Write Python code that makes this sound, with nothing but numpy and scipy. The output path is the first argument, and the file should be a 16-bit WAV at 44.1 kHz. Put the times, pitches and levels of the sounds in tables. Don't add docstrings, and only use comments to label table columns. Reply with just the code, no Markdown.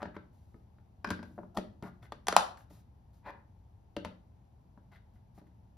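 import sys
import numpy as np
from scipy import signal
from scipy.fft import rfft, irfft
from scipy.io import wavfile
from scipy.ndimage import uniform_filter1d

SR = 44100
rng = np.random.default_rng(int(sys.argv[2]) if len(sys.argv) > 2 else 0)


def unload_audio(sound):
    columns = np.transpose(np.atleast_2d(sound))
    steps = np.round(np.clip(columns, -1, 1) * 32767)
    wavfile.write(sys.argv[1], SR, steps.astype(np.int16))


N = 254456
T = np.arange(int(.6 * SR)) / SR
CLOCK = np.arange(N) / SR


# start in seconds, level in dB, crack in dB,
# pitch factor of the tab, shudder of the walls in dB, bent arm in dB, pitch factor of the arm.
SNAPS = [(2.2696, -28, 6.5, 1.04, -12, 3, 0.81), (2.2829, -19.5, 11.5, 0.87, -4, 1.5, 0.78),
         (2.2848, -21, -6, 0.67, -9, -2.5, 1.13), (2.2933, -27.5, -6.5, 1.2, -7.5, -8, .9),
         (2.3250, -20.5, -1.5, 1.45, -7.5, -5.5, 0.76), (2.3274, -24, -12, 0.61, -14, -13.5, 1.05),
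         (2.3645, 0, 0, 0.97, -28, -11, 1.0), (2.3682, -16, -8, 0.97, -14, -14, 1.0),
         (2.3725, -27, -0.5, 1, -14.5, 3, 0.92)]
# frequency in Hz before the pitch factor, level in dB, t60 in seconds.
TAB_MODES = [(680, -3, 0.012), (983, -1, 0.0099), (1386.4, -12, 0.0099), (298, -32.5, .06)]
# frequency in Hz before the pitch factor, level in dB, t60 in seconds.
SHELL_MODES = [(736, -1.5, 0.095), (948, -1, .13), (1375, -2, .12), (1600, -4, .12), (1750, -8.5, 0.2),
               (2380, -9, 0.068), (3076, -12, 0.1), (3288, -10.5, .1), (3885, -8, .1)]
# frequency in Hz, level in dB per Hz.
CRACK_SPECTRUM = [(300, -21), (1200, -5), (1700, 7), (2100, -1.5), (4200, -2), (6500, 0.5), (10000, 0),
                  (11800, -14), (14500, -11.5), (16000, -18.5)]
# frequency in Hz, level in dB per Hz.
WALL_SPECTRUM = [(60, -20.5), (200, -3.5), (480, -8), (660, 7.5), (1150, 0.5), (1600, -4), (2200, -13),
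                 (4500, -26.5), (9000, -41), (16000, -63)]
# frequency in Hz, level in dB per Hz.
THUMP_SPECTRUM = [(30, -22.5), (65, -8), (130, -9.5), (220, -5.5), (350, -7.5), (700, -27.5), (2000, -85)]
SHELL_DB = -28.5
JOLT_HZ, JOLT_DB, JOLT_T60, JOLT_LOSS = 192, -42, 0.17, 0.65


def latches():
    out = np.zeros(N)
    for s, db, crack_db, pitch, walls_db, _, _ in SNAPS:
        tab = amp(-2.0) * ring(TAB_MODES, pitch, scatter_db=3.5)
        wave = click(CRACK_SPECTRUM, tilt_db=-0.5, lag=.0016)
        crack = amp(crack_db - 5.5) * chatter(wave, t60=0.0037, count=11)
        crackle = grit(WALL_SPECTRUM, per_s=980, spread_db=3.5)
        walls = amp(walls_db + 2.0) * crackle * fade(t60=0.045) * swell(rise=0.0047)
        shell = amp(SHELL_DB) * ring(SHELL_MODES, 0.91, scatter_db=0.5) * swell(rise=.002)
        box = np.sin(2 * np.pi * JOLT_HZ * T) + amp(-3.5) * noise(THUMP_SPECTRUM, len(T))
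        jolt = amp(JOLT_DB - JOLT_LOSS * db) * box * fade(JOLT_T60) * swell(rise=0.0056)
        add(out, s, amp(db) * (crack + walls + shell + jolt))
        add(out, s + .0004, amp(db) * tab)
    return out


# frequency in Hz before the pitch factor, level in dB, t60 in seconds.
ARM_MODES = [(1850, -3.5, 0.024), (2470, -3, .016), (3050, -13.5, .02), (4147, -2, 0.015),
             (5520, -5.5, .011), (6000, -4.5, 0.0052), (6530, -7, .013), (7530, -2.5, .014),
             (9800, -3.5, 0.019)]


def latch_arms():
    out = np.zeros(N)
    for s, db, _, _, _, arm_db, pitch in SNAPS:
        arm = ring(ARM_MODES, pitch, scatter_db=2.0) * swell(rise=.0003)
        add(out, s, amp(db + arm_db) * arm)
    return out


# start in seconds, level in dB,
# free ring in dB, tick in dB, pitch factor of the ring, thump in dB at a middling blow, thump in Hz.
CLATTER = [(1.045, -36, 11.5, -0.5, 0.98, -3.5, 106), (1.0724, -41, 2, 1, 1, 5, 207),
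           (1.0892, -44, 8, 5, 0.97, 1, 188), (1.104, -33.5, 8, 9, 0.95, -16, 187),
           (1.1081, -37.5, 2.5, -1, 0.83, 8, 84), (1.115, -39.5, 2, 2.5, 1.0, -5.5, 175),
           (1.158, -60, -11, -10, 0.71, -2, 120), (1.1919, -49, 7, -6, 1, 4, 223),
           (1.2281, -43, 1, 1.5, 0.965, 1, 236), (1.307, -59.5, -20, -22, 0.96, 4.5, 124)]
# frequency in Hz before the pitch factor, level in dB,
# t60 in seconds before the hand's damping.
LID_MODES = [(357, -4.5, 0.16), (927, -3.5, 0.057), (1095, -0.5, 0.061), (1200, 1.5, 0.035),
             (1447, -3, 0.03), (1565, 2, 0.044), (1670, 0.5, 0.08), (1723, -4, .04), (2030, -11, 0.04),
             (2440, -10, 0.073), (3300, -19, 0.067), (4040, -20, 0.02), (4300, -22, .02),
             (4900, -15, 0.025), (5460, -13.5, 0.019)]
# frequency in Hz, level in dB per Hz.
BUZZ_SPECTRUM = [(700, -10), (1050, 6), (1280, -19), (1480, 0), (1630, 3), (1760, -19), (1950, -14),
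                 (2400, -10), (2900, -25), (4500, -28), (8000, -40)]


def clatter():
    out = np.zeros(N)
    for s, db, free_db, tick_db, pitch, thump_db, thump_hz in CLATTER:
        slips = grit(BUZZ_SPECTRUM, per_s=690, spread_db=2)
        buzz = amp(-11.5) * slips * fade(t60=0.11) * swell(rise=0.0015)
        free = ring(LID_MODES, pitch, scatter_db=3.5) + buzz
        held = amp(db + free_db) * free * fade(t60=0.078)
        add(out, s, held + knock(db, thump_db, thump_hz, tick_db, tilt_db=-1.5))
    return out


# start in seconds, level in dB, tick in dB,
# thump in dB at a middling blow, rim ring in dB, tilt of that ring in dB per octave.
FLICKS = [(0.7838, -69.5, 15, -6, -14, -2), (1.5681, -48, 10, 10.5, -3, 14),
          (1.572, -32.5, 5.5, 1, 10, -1.5), (1.584, -46.5, 12, -8, 0, 4),
          (1.8246, -42.5, -0.5, 6.5, -9, 2.5), (2.029, -57, 6, -6, 3, 5), (2.052, -64, -7, -12, 5, 3),
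          (2.121, -40, 0.5, -1.5, 9.5, -1), (2.572, -61.5, 18.5, -11, 11, 18),
          (2.607, -67, 17, -8.5, 12, 0), (2.707, -51.5, -17, 1, -19, 3), (5.415, -57.5, -14, 0.5, -15, 4)]


def flicks():
    out = np.zeros(N)
    for s, db, tick_db, thump_db, _, _ in FLICKS:
        add(out, s, knock(db, thump_db, thump_hz=143, tick_db=tick_db, tilt_db=-0.5))
    return out


# frequency in Hz, level in dB before the tilt, t60 in seconds.
RIM_MODES = [(680, -0.5, 0.012), (860, 0, 0.029), (1190, -2, .024), (1880, -11, .025), (2650, -17, .018),
             (3412, -11.5, 0.023), (4420, -13, 0.016), (5630, -24, 0.013), (7500, -26, .012)]


def rim_rings():
    out = np.zeros(N)
    for s, db, _, _, rim_db, tilt_db in FLICKS:
        rim = ring(RIM_MODES, 1.0, scatter_db=1.0, tilt_db=tilt_db) * swell(rise=0.00045)
        add(out, s, amp(db + rim_db) * rim)
    return out


# start in seconds, level in dB,
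# thump in dB, panel tock in dB, pitch factor of the tock, hollow note in dB.
SEATINGS = [(1.3787, -41.5, 4, 2.5, 1.03, -21), (1.387, -43.5, 3.5, 3, 0.91, -13),
            (1.431, -48.5, 4, -5, 1.2, -23), (1.578, -40.5, 13, 3, 1.06, -22),
            (1.5827, -39, 3, 3.5, 0.91, 8)]
# frequency in Hz before the pitch factor, level in dB, t60 in seconds.
PANEL_MODES = [(699, 2, 0.058), (828, 1, 0.036), (967, 1.5, 0.019), (1194, -2.5, 0.014)]
HOLLOW_HZ, HOLLOW_T60 = 608, 0.07
SEAT_HZ, SEAL_HZ = 192, 1470


def seatings():
    out = np.zeros(N)
    for s, db, thump_db, tock_db, pitch, hollow_db in SEATINGS:
        tock = amp(tock_db) * ring(PANEL_MODES, pitch, scatter_db=-2.5)
        hollow = amp(hollow_db) * np.sin(2 * np.pi * HOLLOW_HZ * T) * fade(HOLLOW_T60)
        impact = blow(thump_db, SEAT_HZ, tick_db=8, tilt_db=1.5)
        add(out, s, amp(db) * muffle(tock + hollow + impact, SEAL_HZ))
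    return out


# start in seconds, level in dB,
# thump in dB at a middling blow, tick in dB, panel tock in dB, pitch factor of the tock.
PRESSES = [(0.0187, -41, -3, 7.5, 4, 1.07), (0.0271, -31, -5, -0.5, -14, 0.84),
           (0.0548, -36, 2, -5, -3, 1.85), (0.165, -39, -1, 2, -5.5, 1.9), (0.543, -57, 4, -16, -1, 1.8),
           (4.7746, -58.5, -1, -10, 4.5, 1.38), (5.378, -54, -1.5, -9, 0, 0.96)]


def presses():
    out = np.zeros(N)
    for s, db, thump_db, tick_db, tock_db, pitch in PRESSES:
        tock = amp(db + tock_db) * ring(PANEL_MODES, pitch, scatter_db=-1.5)
        add(out, s, tock + knock(db, thump_db, thump_hz=201, tick_db=tick_db, tilt_db=-8.0))
    return out


# start in seconds, length in seconds, level in dB, creak in dB,
# hiss in dB, treble edge of the walls in Hz.
RUBS = [(0.0, 0.029, -48.5, -39, -26, 3000), (0.142, 0.023, -53, -10, -23.5, 3000),
        (1.544, 0.069, -47.5, -32, -18.5, 1040), (1.827, 0.076, -50, -9.5, -18.5, 2540),
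        (2.021, 0.054, -62.5, 5, -8.5, 5000), (4.915, 0.035, -65.5, 4, -12, 3000),
        (4.938, 0.047, -68.5, 8.5, -10, 3005), (5.15, 0.032, -81, 6, -12, 3008),
        (5.371, 0.036, -66.5, 1, -8, 3000), (5.467, .015, -80, 9, -2, 2996)]
# frequency in Hz, level in dB per Hz.
CREAK_SPECTRUM = [(600, -29.5), (1250, -11), (1520, -1), (1750, -9), (1980, 2), (2200, -7.5), (2600, -14),
                  (4200, -17), (8000, -47)]
# frequency in Hz, level in dB per Hz.
HISS_SPECTRUM = [(400, -21), (1800, -7), (4000, -1.5), (7000, -1.5), (11000, -1.5), (16000, -8)]


def rubs():
    out = np.zeros(N)
    for s, length, db, creak_db, hiss_db, edge_hz in RUBS:
        walls = muffle(noise(WALL_SPECTRUM, len(T)), edge_hz)
        hiss = amp(hiss_db) * grit(HISS_SPECTRUM, per_s=1200, spread_db=1)
        creak = amp(creak_db - 4.5) * grit(CREAK_SPECTRUM, per_s=550, spread_db=3.0)
        add(out, s, amp(db) * stroke(length, catch_db=10.5) * (walls + hiss + creak))
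    return out


# start in seconds, length in seconds, level in dB.
BRUSHES = [(0.324, 0.33, -83.5), (1.229, 0.26, -80.5), (2.572, 0.077, -71), (2.697, 0.13, -69.5),
           (3.129, 0.0862, -79), (5.133, 0.051, -83.5), (5.343, 0.061, -77.5)]


def brushes():
    out = np.zeros(N)
    for s, length, db in BRUSHES:
        hiss = noise(HISS_SPECTRUM, len(T))
        walls = amp(-1.5) * noise(WALL_SPECTRUM, len(T))
        creak = amp(-19.0) * noise(CREAK_SPECTRUM, len(T))
        add(out, s, amp(db) * stroke(length, catch_db=7.5) * (hiss + walls + creak))
    return out


# frequency in Hz, level in dB, t60 in seconds.
JAR_MODES = [(567, -4.5, 0.029), (920, 0, 0.041), (1047, -2, 0.025), (1660, -14.5, 0.023),
             (1999, -18.5, 0.018), (2402, -8, 0.018)]
# frequency in Hz, level in dB per Hz.
STONE_SPECTRUM = [(150, -2.5), (350, -8), (550, 0), (950, -7.5), (1400, -8), (2000, -4), (2600, -43),
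                  (3200, -22), (4400, -27.5), (5500, -37.5), (16000, -42)]
DRAG_S, DRAG_HOLD_S, DRAG_DB = 3.262, 0.044, -46
DRAG_BITE_DB_PER_S, DRAG_TIP_DB, DRAG_LIFT_DB_PER_S = 1117, -7, 173
DRAG_DULLING_S, DRAG_DULL_HZ = 0.0085, 1973


def jar_drag():
    slips = rng.standard_normal(N) * amp(4.26 * rng.standard_normal(N))
    glass = unit(signal.fftconvolve(slips, ring(JAR_MODES, 1, scatter_db=1))[:N])
    scrape = glass + amp(-4.0) * noise(STONE_SPECTRUM, N)
    before = np.maximum(DRAG_S - CLOCK, 0)
    after = np.maximum(CLOCK - DRAG_S - DRAG_HOLD_S, 0)
    bite_db = -DRAG_BITE_DB_PER_S * before
    lift_db = DRAG_TIP_DB * (after > 0) - DRAG_LIFT_DB_PER_S * after
    contact = np.exp(-after / DRAG_DULLING_S)
    dulling = contact * scrape + (1 - contact) * muffle(scrape, DRAG_DULL_HZ)
    return amp(DRAG_DB + bite_db + lift_db) * dulling


# start in seconds, level in dB,
# thump in dB, ring of the laden lid in dB, ring of the jar in dB, high ring of its glass in dB, tick in dB.
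LANDINGS = [(3.9654, -36.5, 7.5, 4.5, -15, -7, 2.5), (4.0479, -39.5, 7, -2.5, 0.5, 1.5, 7),
            (4.0558, -40.5, -2.5, -1.5, 0, -22, -9)]
# frequency in Hz, level in dB, t60 in seconds.
LADEN_LID_MODES = [(314, -1.5, 0.078), (453, 2.5, 0.087), (577, 0, 0.13), (960, -16, 0.049),
                   (2710, -6, 0.029), (3036, -1, 0.011), (4480, -1.5, 0.0094)]
# frequency in Hz, level in dB, t60 in seconds.
GLASS_MODES = [(1534, 1, 0.054), (1694, 7, 0.031), (1970, -4, .045), (2150, -4, 0.038), (2670, -7, 0.039),
               (2870, 8, 0.02), (3140, 10.5, 0.02), (3320, 5, 0.022), (3770, -3, 0.018), (4200, -12, 0.018),
               (5070, -16, 0.016), (7550, -21, 0.013)]
LADEN_THUMP_HZ = 211


def jar_landings():
    out = np.zeros(N)
    for s, db, thump_db, lid_db, jar_db, glass_db, tick_db in LANDINGS:
        clack = amp(lid_db) * ring(LADEN_LID_MODES, 1, scatter_db=2)
        body = amp(jar_db) * ring(JAR_MODES, 1, scatter_db=1)
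        glass = amp(glass_db) * ring(GLASS_MODES, 1, scatter_db=2)
        impact = blow(thump_db, LADEN_THUMP_HZ, tick_db, tilt_db=-2.5)
        add(out, s, amp(db) * (impact + clack + body + glass))
    return out


MIDDLING_DB, THUMP_LOSS, BRIGHTENING = -37, 0.44, 0.36


def knock(db, thump_db, thump_hz, tick_db, tilt_db):
    force_db = db - MIDDLING_DB
    thump_db = thump_db - THUMP_LOSS * force_db
    return amp(db) * blow(thump_db, thump_hz, tick_db, tilt_db + BRIGHTENING * force_db)


# frequency in Hz, level in dB, t60 in seconds.
TUB_MODES = [(293, -8, .09), (422, -10, 0.11), (594, 0, 0.048), (716, -8.5, 0.017), (843, -3, 0.043),
             (960.6, -2, .035), (1190, -9.5, 0.02)]
# frequency in Hz, level in dB per Hz.
TICK_SPECTRUM = [(300, -13), (1600, 4.5), (2100, 0), (3800, -4), (6000, -6), (10000, -8.5), (12500, -17),
                 (16000, -21.5)]


def blow(thump_db, thump_hz, tick_db, tilt_db):
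    tub = amp(0.5) * ring(TUB_MODES, 1.0, scatter_db=-1)
    walls = amp(-5.5) * noise(WALL_SPECTRUM, len(T)) * fade(t60=0.02)
    body = (tub + walls) * swell(rise=.0004)
    tick = amp(-2.5) * chatter(click(TICK_SPECTRUM, tilt_db, lag=.0015), t60=.016, count=26)
    box = amp(-4.5) * np.sin(2 * np.pi * thump_hz * T) * fade(t60=0.087)
    counter = amp(-7.5) * noise(THUMP_SPECTRUM, len(T)) * fade(t60=.13)
    thump = (box + counter) * swell(rise=0.00051)
    return body + amp(tick_db) * tick + amp(thump_db) * thump


def ring(modes, pitch, scatter_db, tilt_db=0):
    chance = rng.standard_normal((len(modes), 2))
    y = 0
    for k, (hz, db, t60) in enumerate(modes):
        detune = 1 + .004 * chance[k, 1]
        octaves = np.log2(hz / modes[0][0])
        share = amp(db + scatter_db * chance[k, 0] + tilt_db * octaves)
        mode = fade(t60) * np.sin(2 * np.pi * hz * pitch * detune * T)
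        y = y + (-1) ** k * share * mode
    return y / np.abs(y).max()


def click(spectrum, tilt_db, lag):
    khz = bins(T) / 1000
    db = at(spectrum, bins(T)) + tilt_db * np.log2(np.maximum(khz, 1))
    cepstrum = irfft(np.log(amp(db)), len(T))
    causal = rfft(cepstrum * (1 + np.sign(T[-1] / 2 - T)) * (T > 0))
    travel = np.exp(-4j * np.pi * 1000 * lag * np.sqrt(khz))
    y = irfft(np.exp(causal) * travel, len(T)) * fade(t60=0.08)
    return y / np.abs(y).max()


def chatter(wave, t60, count):
    radius = np.exp(-np.log(1000) / (t60 * SR))
    angle = 2 * np.pi * rng.uniform(1500, 14000, count) / SR
    middle = -2 * radius * np.cos(angle)
    sections = [[radius ** 2, c, 1, 1, c, radius ** 2] for c in middle]
    return signal.sosfilt(sections, wave + 1e-18)


def stroke(length, catch_db):
    fine = uniform_filter1d(amp(7.1 * rng.standard_normal(len(T))), size=60)
    coarse = uniform_filter1d(amp(catch_db * rng.standard_normal(len(T))), size=260)
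    grip = unit(uniform_filter1d(fine * coarse, size=16))
    slowing = np.sqrt(np.clip(1 - T / length, 0, 1))
    return grip * swell(rise=0.0041) * slowing


def grit(spectrum, per_s, spread_db):
    happens = rng.random(len(T)) < per_s / SR
    size = amp(spread_db * rng.standard_normal(len(T)))
    slips = happens * size * rng.choice([-1, 1], len(T))
    return unit(irfft(rfft(slips) * amp(at(spectrum, bins(T))), len(T)))


def muffle(x, hz):
    return signal.sosfilt(signal.butter(4, hz, fs=SR, output="sos"), x)


def fade(t60):
    return np.exp(-np.log(1000) * T / t60)


def swell(rise):
    return 1 - np.exp(-T / rise)


# frequency in Hz, level in dB per Hz.
ROOM_SPECTRUM = [(60, -5.5), (120, 4.5), (160, 1.5), (250, -8), (400, -1), (520, -4), (700, -4), (1050, -5),
                 (1400, 3), (2100, -1), (4000, 2), (7000, -5.5), (11000, -5.5), (16000, -9)]
# frequency in Hz, t60 in seconds.
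ROOM_T60 = [(120, 0.57), (500, 0.4), (1500, 0.32), (4000, 0.3), (8000, 0.25), (12000, 0.29), (15000, 0.09)]
# frequency in Hz, level in dB, t60 in seconds.
ROOM_MODES = [(130.3, -1, 0.7), (182.2, -1, 0.5), (201, -3.5, .25), (288, -10, 0.084)]


def kitchen(dry, wet_db, rise):
    field = rfft(diffuse(ROOM_SPECTRUM, len(T)))
    centres, t60s = np.transpose(ROOM_T60)
    tail = 0
    for share, t60 in zip(np.eye(len(centres)), t60s):
        band = at(np.column_stack([centres, share]), bins(T))
        tail = tail + irfft(field * band, len(T)) * fade(t60)
    tail = even(tail * swell(rise) ** 2)
    tail = tail / np.sqrt(np.sum(tail ** 2) / 2)
    standing = amp(-54.0) * ring(ROOM_MODES, 1.0, scatter_db=4.0)
    return signal.fftconvolve(dry[None], amp(wet_db) * tail + standing, axes=1)[:, :N]


def even(response):
    spectrum = rfft(response)
    power = np.mean(np.abs(spectrum) ** 2, axis=0)
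    humps = uniform_filter1d(power, size=40) / uniform_filter1d(power, size=200)
    flat = irfft(spectrum / np.sqrt(np.abs(humps) + 1e-6), len(T))
    return flat * swell(rise=.001) * (T < .5)


# frequency in Hz, coherence from 0 to 1.
LIKENESS = [(130, 0.96), (300, 0.68), (650, 0), (1400, 0), (3000, 0.19)]


def diffuse(spectrum, size):
    mid, side = noise(spectrum, size), noise(spectrum, size)
    alike = at(LIKENESS, bins(mid))
    mid = rfft(mid) * np.sqrt(1 + alike)
    side = rfft(side) * np.sqrt(1 - alike)
    return unit(irfft(np.array([mid + side, mid - side]), size))


# frequency in Hz, level in dB per Hz.
AIR_SPECTRUM = [(22, -12.5), (35, -10), (60, 2), (115, 0), (150, -9.5), (200, -9.5), (290, -19), (500, -26),
                (880, -20.5), (1200, -35), (2200, -42.5), (7500, -51), (12000, -52.5), (16000, -65.5)]
AIR_DB = -58


def house_rumble():
    return amp(AIR_DB) * diffuse(AIR_SPECTRUM, N)


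def noise(spectrum, size):
    white = rng.standard_normal(size)
    return unit(irfft(rfft(white) * amp(at(spectrum, bins(white))), size))


def add(track, s, sound):
    start = int(np.clip(s * SR, 0, N - 1))
    track[start:start + len(sound)] += sound[:N - start]


def amp(db):
    return 10 ** (np.asarray(db) / 20)


def at(points, hz):
    f, value = np.transpose(points)
    return np.interp(np.log(hz + 1), np.log(f), value)


def bins(x):
    return np.fft.rfftfreq(x.shape[-1], 1 / SR)


def unit(x):
    return x / np.sqrt(np.mean(x ** 2))


def scene():
    snaps, arms, rim = latches(), latch_arms(), rim_rings()
    lids = clatter() + flicks() + seatings() + presses()
    handling = lids + rubs() + brushes() + jar_drag() + jar_landings()
    spill = amp(-10)
    room = kitchen(snaps + handling + spill * (arms + rim), wet_db=-8.5, rise=0.00078)
    right_db = 3.0
    placed = amp(np.array([[-right_db], [right_db]]) / 2) * (snaps + arms)
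    return placed + handling + rim + room + house_rumble()


# frequency in Hz, level difference in dB.
BALANCE_DB = [(100, 1.6), (400, 1.5), (700, 3), (1300, 2), (2400, 3.5), (4400, 6), (7000, 4.5),
              (14000, -3.5)]
TOP_HZ = 16300


def record(dry):
    hz = bins(dry)
    low_cut = signal.butter(2, 36, "highpass", fs=SR, output="sos")
    left, right = rfft(signal.sosfilt(low_cut, dry))
    shared = np.clip((hz - 4500) / 1500, 0, 1) * np.pi / 2
    turn = np.exp(2j * np.pi * (hz - 4400) / 7800)
    right = np.cos(shared) ** 2 * right + np.sin(shared) ** 2 * turn * left
    lean = amp(at(BALANCE_DB, hz) / 2)
    pair = irfft(np.array([left * lean, right / lean]), N)
    top_cut = signal.ellip(8, .2, 70, TOP_HZ, fs=SR, output="sos")
    return signal.sosfilt(top_cut, np.clip(pair, -.9, .9))


dry = scene()
out = record(dry)
unload_audio(out)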